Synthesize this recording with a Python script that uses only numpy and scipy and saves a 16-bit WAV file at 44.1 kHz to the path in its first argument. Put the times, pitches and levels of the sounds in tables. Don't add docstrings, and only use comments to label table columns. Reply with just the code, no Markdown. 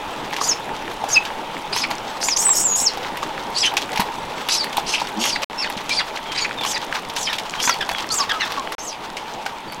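import sys
import numpy as np
from scipy import signal
from scipy.fft import rfft, irfft
from scipy.io import wavfile
from scipy.ndimage import uniform_filter1d

SR = 44100
rng = np.random.default_rng(int(sys.argv[2]) if len(sys.argv) > 2 else 0)


def materialize(psi):
    bounded = np.clip(np.atleast_2d(psi).T, -1, 1)
    quanta = np.round(bounded * 32767).astype(np.int16)
    wavfile.write(sys.argv[1], SR, quanta)


def ratio_of_db(decibels):
    return 10 ** (np.asarray(decibels, float) / 20)


N = 432180

SQUEAK_SECOND_DB, YIP_SECOND_DB = -36.5, -1


def evened(x):
    return x / np.sqrt(np.mean(abs(x) ** 2) + 1e-20)


def read(points, hz):
    f, value = np.transpose(points)
    return np.interp(np.log(hz + 1), np.log(f + 1), value)


def add(mix, s, sound):
    part = mix[round(s * SR):][:len(sound)]
    part += sound[:len(part)]


def wobble(size, width_hz):
    pole = np.exp(-np.pi * width_hz / SR)
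    z = rng.standard_normal((size + 500, 2)) @ [1, 1j]
    once = signal.lfilter([1], [1, -pole], z)
    return evened(signal.lfilter([1], [1, -pole], once)[500:])


def coloured(x, points):
    gain = ratio_of_db(read(points, np.fft.rfftfreq(len(x), 1 / SR)))
    return irfft(rfft(x) * gain, len(x))


def band(x, lo_hz, hi_hz):
    return signal.sosfilt(signal.butter(2, [lo_hz, hi_hz], "band", fs=SR, output="sos"), x)


def smack(s, crack_db, pop_db, fizz_db):
    t = np.arange(2000) / SR
    noise, grit = rng.standard_normal(len(t)), rng.exponential(1, len(t))
    bubble_hz = np.clip(1597 - 95 * pop_db, 1300, 4500) * 2 ** (0.35 * rng.random())
    snaps = uniform_filter1d(grit ** 2.6, size=24) + 12 * np.exp(-t / 0.0013)
    tear = noise * snaps * (1 - np.exp(-t / 0.0023))
    crack = band(tear * ratio_of_db(-60 * t / 0.052), 1530, 5350)
    crack = evened(crack) + 0.4 * evened(band(crack, 0.65 * bubble_hz, 1.22 * bubble_hz))
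    fizz = band(tear * ratio_of_db(-60 * t / 0.018), 4500, 13300)
    cavity = np.sin(2 * np.pi * rng.uniform(740, 1170) * t) * t * ratio_of_db(-60 * t / 0.0099)
    pop = cavity + 0.0004 * band(noise * ratio_of_db(-60 * t / 0.079), 360, 960)
    parts = crack / abs(crack).max()
    parts += ratio_of_db(pop_db + 0.5) * pop / abs(pop).max()
    parts += ratio_of_db(fizz_db + 14) * fizz / abs(fizz).max()
    return s - .001, ratio_of_db(crack_db) * parts


def mouthfuls():
    # start_s, peak_db
    bites = [(0.365, -12), (1.2523, -15.5), (2.37, -16), (3.769, -3), (3.8186, -12), (3.959, -12.5),
             (4.4876, -7.5), (4.728, -16.5), (4.9988, -13.5), (5.0713, -16), (5.2392, -6), (5.4204, -13.5),
             (5.7743, -16), (5.8941, -8), (6.1599, -15), (6.319, -16), (6.6358, -9), (6.8165, -16),
             (7.096, -16.5), (7.1644, -11.5), (7.3298, -10.5), (7.355, -24), (7.3846, -11), (7.6014, -9),
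             (7.7402, -11.5), (7.8104, -16), (7.9834, -12), (7.9997, -16), (8.2945, -14.5), (8.5202, -11.5)]
    # start_s, peak_db, mouth_pop_db
    lip_pops = [(0.3342, -12.5, -4.5), (0.3854, -15.5, -3), (0.414, -16, 6.5), (1.04, -18.5, 8),
                (1.9111, -11.5, -5), (2.204, -19, -5), (2.2854, -7, -7.5), (2.4897, -15, 0),
                (2.9736, -20, 3), (3.1712, -15, -7.5), (3.23, -17, 3.5), (3.7387, -16, -1),
                (3.7814, -23, 3), (3.9305, -16, -3), (3.9749, -9, -6), (3.9976, -9.5, 0.5),
                (4.0198, -18, 4), (4.6436, -16.5, -8), (4.7694, -5.5, -14), (4.7812, -14.5, 7),
                (5.018, -16.5, 5.5), (5.4323, -9.5, -9.5), (6.6107, -17, -5), (6.6495, -12.5, -1.5),
                (7.676, -6, -5.5), (7.694, -4.5, -4), (7.8912, -6, -6.5), (7.9134, -14.5, -0.5),
                (9.1686, -15.5, -8.5), (9.4621, -14, -3)]
    # start_s, peak_db
    slurps = [(0.327, -20), (0.9142, -21), (1.0884, -22), (1.7636, -10), (1.7734, -25), (1.905, -16),
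              (4.0044, -9.5), (5.2546, -13), (5.7006, -14.5), (5.8087, -24), (7.8997, -26), (8.7221, -17.5),
              (9.7228, -22.5)]
    dry_fizz_db, wet_fizz_db, fizz_spread_db = -27.5, -20.5, 4.5
    bite_pop_db, slurp_pop_db = -15.5, -3
    rows = [(s, db, bite_pop_db, dry_fizz_db) for s, db in bites]
    rows += [(*row, dry_fizz_db) for row in lip_pops]
    rows += [(s, db, slurp_pop_db, wet_fizz_db) for s, db in slurps]
    chance = rng.standard_normal((len(rows), 1))
    rows = np.array(rows) + fizz_spread_db * chance * [0, 0, 0, 1]
    return [smack(*row) for row in rows]


def chewing():
    # time_s, level_db
    mash_course = [(0, -38), (1.2, -38), (2.9, -37.5), (4.3, -37), (5.5, -36.5), (6.5, -36), (6.95, -32.5),
                   (7.5, -33.5), (8.5, -33), (8.9, -41), (9.8, -42.5)]
    # pitch_hz, level_db
    bubble_sizes = [(2200, -5), (3600, -14.5), (5500, -11.5), (8500, -23), (11000, -24)]
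    # frequency_hz, level_db
    mash_spectrum = [(300, -43), (900, 11), (2000, -1), (3500, -0.5), (6000, -7.5), (10000, -23.5),
                     (16000, -24.5)]
    s, level_db = np.transpose(mash_course)
    clumps = ratio_of_db(7.3 * wobble(N, 34).real + 1.9 * wobble(N, 230).real)
    mash = evened(coloured(rng.standard_normal(N) * clumps, mash_spectrum))
    burst = np.exp(-np.arange(200) / 55.0)
    spit = np.zeros(N)
    for hz, db in bubble_sizes:
        strength = ratio_of_db(5.8 * np.minimum(rng.exponential(1, N), 2.4))
        ticks = (rng.random(N) < 22 / SR) * strength
        bursts = signal.oaconvolve(ticks, burst)[:N] * rng.standard_normal(N)
        spit += ratio_of_db(db) * evened(band(bursts, 0.55 * hz, 1.22 * hz))
    return ratio_of_db(np.interp(np.arange(N) / SR, s, level_db)) * (mash + spit)


def thuds():
    # start_s, peak_db, pitch_hz
    rings = [
        (2.489, -54, 328),
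        (3.994, -14, 208),
        (4.78, -28, 362),
        (5.766, -24, 214),
        (7.673, -22.5, 250),
        (7.68, -13, 1560),
        (7.697, -8, 1350),
        (9.464, -19, 1500),
    ]
    t = np.arange(4000) / SR
    return [(s, ratio_of_db(peak_db - 60 * t / 0.06 * (hz / 250) ** 0.31) * np.sin(2 * np.pi * hz * t))
            for s, peak_db, hz in rings]


def grunt():
    # time_s, level_db, pitch_hz
    grunt_course = [
        (5.139, -45, 204),
        (5.186, -23.5, 211.4),
        (5.24, -36, 260),
    ]
    s, level_db, hz = np.transpose(grunt_course)
    t = np.arange(s[0], s[-1], 1 / SR)
    a = 2 * np.pi * np.cumsum(np.interp(t, s, hz)) / SR
    note = np.cos(a) + 0.51 * np.cos(1.5 * a) + 0.29 * np.cos(4 * a) + 0.17 * np.cos(3 * a)
    return s[0], 1.36 * ratio_of_db(np.interp(t, s, level_db)) * note * signal.windows.tukey(len(t), .3)


def arch(start, brk, land, hold_db, glide_db, first_hz, top_hz, land_hz, hoarse, half_db):
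    climb_s, clearing_s, tail_s = .035, .019, .025
    s = np.arange(start, land + tail_s, .002)
    climb = 1 - np.exp(-(np.minimum(s, brk) - start) / climb_s)
    climb /= 1 - np.exp(-(brk - start) / climb_s)
    fall = np.sin(np.pi / 2 * np.clip((s - brk) / (land - brk), 0, 1)) ** 2
    hz = first_hz + (top_hz - first_hz) * climb + (land_hz - top_hz) * fall
    clears = brk + np.clip(.045 * (half_db + 7.5), 0, .55) * (land - brk)
    peak = clears + .3 * (land - clears)
    settle = clears + .68 * (land - clears)
    level_db = np.interp(s, [start, start + 1.08 * climb_s, clears - clearing_s, peak, land, s[-1]],
                         [hold_db - 4.5, hold_db, hold_db, glide_db, glide_db - 4.5, glide_db - 31.5])
    clear = hoarse * .021 * max(-8 - glide_db, 0)
    loose = clear + .035 * max(half_db + 9.5, 0)
    rough = np.interp(s, [clears - clearing_s, clears + clearing_s / 2, settle, land, s[-1]],
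                      [hoarse, clear, clear, loose, .8])
    half_hold_db, half_glide_db = -10, -22
    held_db = half_glide_db + hoarse * (half_hold_db - half_glide_db)
    half = half_db + np.interp(s, [clears - clearing_s, clears, settle, land],
                               [held_db, half_glide_db, half_glide_db, 0])
    return np.transpose([s, hz, level_db, rough, half])


def whine(rows):
    sidebands_db = [12, 16.5, 15, 4, 3.5, 0.5, -1.5, -1, -4.5]
    lowest_share, step_share = .72, .165
    s, *columns = np.transpose(rows)
    t = np.arange(s[0], s[-1], 1 / SR)
    hz, level_db, rough, half_db = (np.interp(t, s, c) for c in columns)
    rough, size = np.clip(rough, 0, 1), len(t)
    shake = (.008 + .09 * rough) * wobble(size, 200).real
    a = np.pi * np.cumsum(hz * (1 + shake)) / SR
    flutter = ratio_of_db(np.minimum((3.0 + 4.0 * rough) * wobble(size, 80).real, 5))
    clean = np.cos(2 * a) + ratio_of_db(-28.0) * np.cos(4 * a) + ratio_of_db(-41) * np.cos(3 * a)
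    clean += ratio_of_db(half_db - 3.2 * rough) * np.cos(a)
    clean *= flutter * (1 + .4 * wobble(size, 500).real)
    b = 2 * np.pi * np.cumsum(hz) / SR
    smear = np.zeros(size, complex)
    for k, db in enumerate(sidebands_db):
        line = np.exp(1j * b * (lowest_share + step_share * k)) * wobble(size, 650)
        smear += ratio_of_db(db + 3.5 * wobble(size, 50).real) * line
    half = ratio_of_db(half_db + 1.8 * wobble(size, 90).real) * np.exp(1j * a) * wobble(size, 880)
    rasp = ratio_of_db(2.8 * wobble(size, 150).real)
    steady = (1 - rough) ** 2
    voice = np.sqrt(2) * (steady * clean + rough * rasp * (evened(smear) + half).real)
    return s[0], ratio_of_db(level_db) * voice * signal.windows.tukey(size, .025 * SR / size)


def whines():
    # start_s, pitch_break_s, glide_landing_s, held_level_db, glide_level_db
    efforts = [(0.399, 0.48, .527, -24.5, -13.5), (1.08, 1.131, 1.14, -27.5, -14.5),
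               (1.13, 1.14, 1.162, -17, -14), (1.72, 1.787, 1.84, -23.5, -18),
               (2.205, 2.277, 2.34, -22, -14.5), (2.36, 2.447, 2.53, -19, -13.5),
               (2.524, 2.634, 2.705, -18, -15.5), (2.699, 2.717, 2.765, -15, -16),
               (2.749, 2.832, 2.895, -15.5, -17.5), (3.543, 3.603, 3.635, -20.5, -15),
               (3.626, 3.674, 3.69, -24.5, -37), (4.486, 4.541, 4.645, -17.5, -18.5),
               (4.859, 4.912, 5.02, -25.5, -30), (5.186, 5.276, 5.36, -22, -20),
               (5.573, 5.612, 5.645, -24, -21.5), (5.894, 5.948, 6.0, -21, -16),
               (6.342, 6.39, 6.45, -24.5, -20), (6.654, 6.698, 6.765, -24, -23),
               (7.145, 7.202, 7.275, -32, -17.5), (7.601, 7.666, 7.73, -21.5, -18),
               (8.097, 8.159, 8.228, -21, -16), (8.811, 8.848, 8.93, -34.5, -23.5),
               (8.78, 8.803, 8.82, -27.5, -29), (4.931, 4.965, 4.98, -32, -40)]
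    # first_hz, top_hz, landing_hz, hoarseness (0-1), half_pitch_line_at_landing_db
    fold_states = [(4900, 7000, 5100, 1.05, -17), (6900, 6600, 6300, 0.87, -25),
                   (5440, 5400, 4850, 0.5, -6), (4500, 6100, 4900, .85, 6), (5000, 7150, 4900, 0.96, -20),
                   (5630, 8100, 7500, 0.83, -17), (7360, 7700, 6800, 0.79, -25), (6800, 6780, 6770, 0, -34),
                   (6800, 7700, 4200, 0.5, -10), (3910, 5600, 4900, 0.73, 0.5),
                   (5900, 5700, 7400, 1.02, 15.5), (4600, 5800, 4300, 0.88, -0.5),
                   (4800, 6000, 4600, 1.02, 4), (6210, 6300, 4450, 0.79, 7.5), (5400, 5420, 4300, .15, 11),
                   (4430, 4950, 4600, 0.76, 3), (4200, 4600, 4400, 0.83, 10.5),
                   (5220, 7380, 4600, 0.8, 6.5), (5000, 7800, 4900, 1, 4), (3950, 7100, 4550, .95, -12),
                   (3690, 7900, 4500, 0.84, -8.5), (6550, 7400, 4700, 0.84, -4.5),
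                   (5970, 6200, 6400, 0.43, -20), (5900, 5700, 5300, 0.97, 24)]
    return [whine(arch(*effort, *state)) for effort, state in zip(efforts, fold_states)]


def squeak(s, length, start_hz, end_hz, level_db, second_db):
    u = np.linspace(0, 1, round(length * SR))
    hz = (start_hz + (end_hz - start_hz) * u) * (1 + 0.016 * wobble(len(u), 110).real)
    turn = np.exp(2j * np.pi * np.cumsum(hz) / SR)
    note = turn + ratio_of_db(second_db) * turn ** 2 + ratio_of_db(second_db - 10) * turn ** 3
    note = note + ratio_of_db(.4 * second_db) * note * wobble(len(u), 700)
    level = ratio_of_db(level_db + 3.5 * wobble(len(u), 100).real)
    return s, np.sqrt(2) * level * note.real * signal.windows.tukey(len(u), .3)


def squeaks_and_yips():
    # start_s, length_s, start_hz, end_hz, level_db
    thin_squeaks = [(1.155, 0.033, 2726, 2500, -12.5), (1.198, 0.013, 2650, 2620, -43),
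                    (3.578, 0.027, 7840, 7800, -34), (3.618, 0.017, 7400, 7260, -33),
                    (3.623, 0.066, 3336, 2980, -19), (6.246, 0.15, 3320, 3060, -36.5),
                    (6.569, 0.078, 3730, 3310, -32.5), (6.406, 0.038, 6840, 6740, -31),
                    (7.266, 0.028, 3200, 2940, -27), (7.579, 0.032, 3170, 3240, -31),
                    (7.604, 0.13, 3475, 3320, -33.5), (7.918, 0.1, 3460, 3180, -33.5),
                    (8.101, 0.063, 1345, 1210, -32), (8.189, 0.044, 1180, 1100, -20),
                    (8.317, 0.07, 1323, 1265, -27.5), (8.393, 0.054, 2970, 2580, -30),
                    (8.569, 0.048, 1135, 1056, -25), (9.676, 0.068, 4600, 4500, -45),
                    (1.725, 0.017, 4500, 5200, -27), (2.362, 0.016, 5400, 7500, -20),
                    (2.86, 0.029, 5900, 4260, -16.5), (3.56, 0.028, 4200, 5000, -24.5),
                    (8.102, 0.032, 4200, 4900, -23.5), (5.905, 0.026, 2350, 2440, -21.5)]
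    # start_s, length_s, start_hz, end_hz, level_db
    reedy_yips = [(3.629, 0.06, 2315, 1550, -32.5), (5.62, 0.061, 2380, 1470, -36),
                  (5.986, 0.036, 2260, 1325, -29.5), (6.751, 0.033, 2200, 1714, -29),
                  (7.288, 0.055, 1900, 1630, -32.5), (7.805, 0.031, 1806, 1480, -27),
                  (8.29, 0.036, 1898, 1544, -25.5), (8.402, .05, 2160, 1628, -29)]
    thin = [squeak(*row, SQUEAK_SECOND_DB) for row in thin_squeaks]
    return thin + [squeak(*row, YIP_SECOND_DB) for row in reedy_yips]


def cricket():
    # first_pair_s, pairs (count)
    bouts = [
        (.125, 1),
        (2.09, 1),
        (4.135, 5),
    ]
    pitch_hz, level_db, chirp_s, pair_s, every_s = 7800, -52.5, 0.022, .055, .222
    return [squeak(s + k * every_s + gap, chirp_s, pitch_hz, pitch_hz, level_db, SQUEAK_SECOND_DB)
            for s, pairs in bouts for k in range(pairs) for gap in (0, pair_s)]


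def yard():
    # frequency_hz, density_db (dB per Hz)
    wash_spectrum = [(15, -1), (25, -23), (55, -46), (90, -13.5), (200, -7), (600, -5), (740, -4.5),
                     (880, 2.5), (1030, -5.5), (1250, -9.5), (1600, -13.5), (3500, -15), (4500, -25),
                     (13900, -40)]
    frames, hz = N // 256 + 5, np.fft.rfftfreq(1024, 1 / SR)
    a, b, patches = rng.standard_normal((frames, 513, 3)).T
    patches = uniform_filter1d(patches, size=10, axis=0)
    patches = evened(uniform_filter1d(patches, size=8, axis=1))
    z = (a + 1j * b) * ratio_of_db(read(wash_spectrum, hz)[:, None] + 1.77 * patches)
    return evened(signal.istft(z, nperseg=1024, noverlap=768)[1][:N])


def pen(x):
    t = np.arange(SR // 4) / SR
    tail = rng.standard_normal(len(t)) * ratio_of_db(-60 * t / .17) * (t > .006)
    return ratio_of_db(-11.5) * signal.fftconvolve(x, tail / np.linalg.norm(tail))[:N]


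def scene():
    # start_s, end_s
    shot_spans = [
        (0, 5.444),
        (5.499, 8.75),
        (8.782, 9.9),
    ]
    wash_levels = [
        -29.5,
        -31,
        -33,
    ]
    near, t = np.zeros(N), np.arange(N) / SR
    for event in mouthfuls() + thuds() + [grunt()] + whines() + squeaks_and_yips() + cricket():
        add(near, *event)
    action = near + pen(near) + chewing()
    wash = yard()
    mix = np.zeros(N)
    for (start, end), db in zip(shot_spans, wash_levels):
        mix += (t > start) * (t < end) * (action + ratio_of_db(db) * wash)
    return mix[None]


def top_cut(x):
    return signal.sosfilt(signal.butter(12, 16500, fs=SR, output="sos"), x)


def record(dry):
    edge = signal.firwin(511, 16050, window=("kaiser", 9), fs=SR)
    limited = signal.oaconvolve(dry, edge[None], "same")
    held = 1.1 * np.tanh(limited / 1.1)
    return top_cut(held)


dry = scene()
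out = record(dry)
materialize(out)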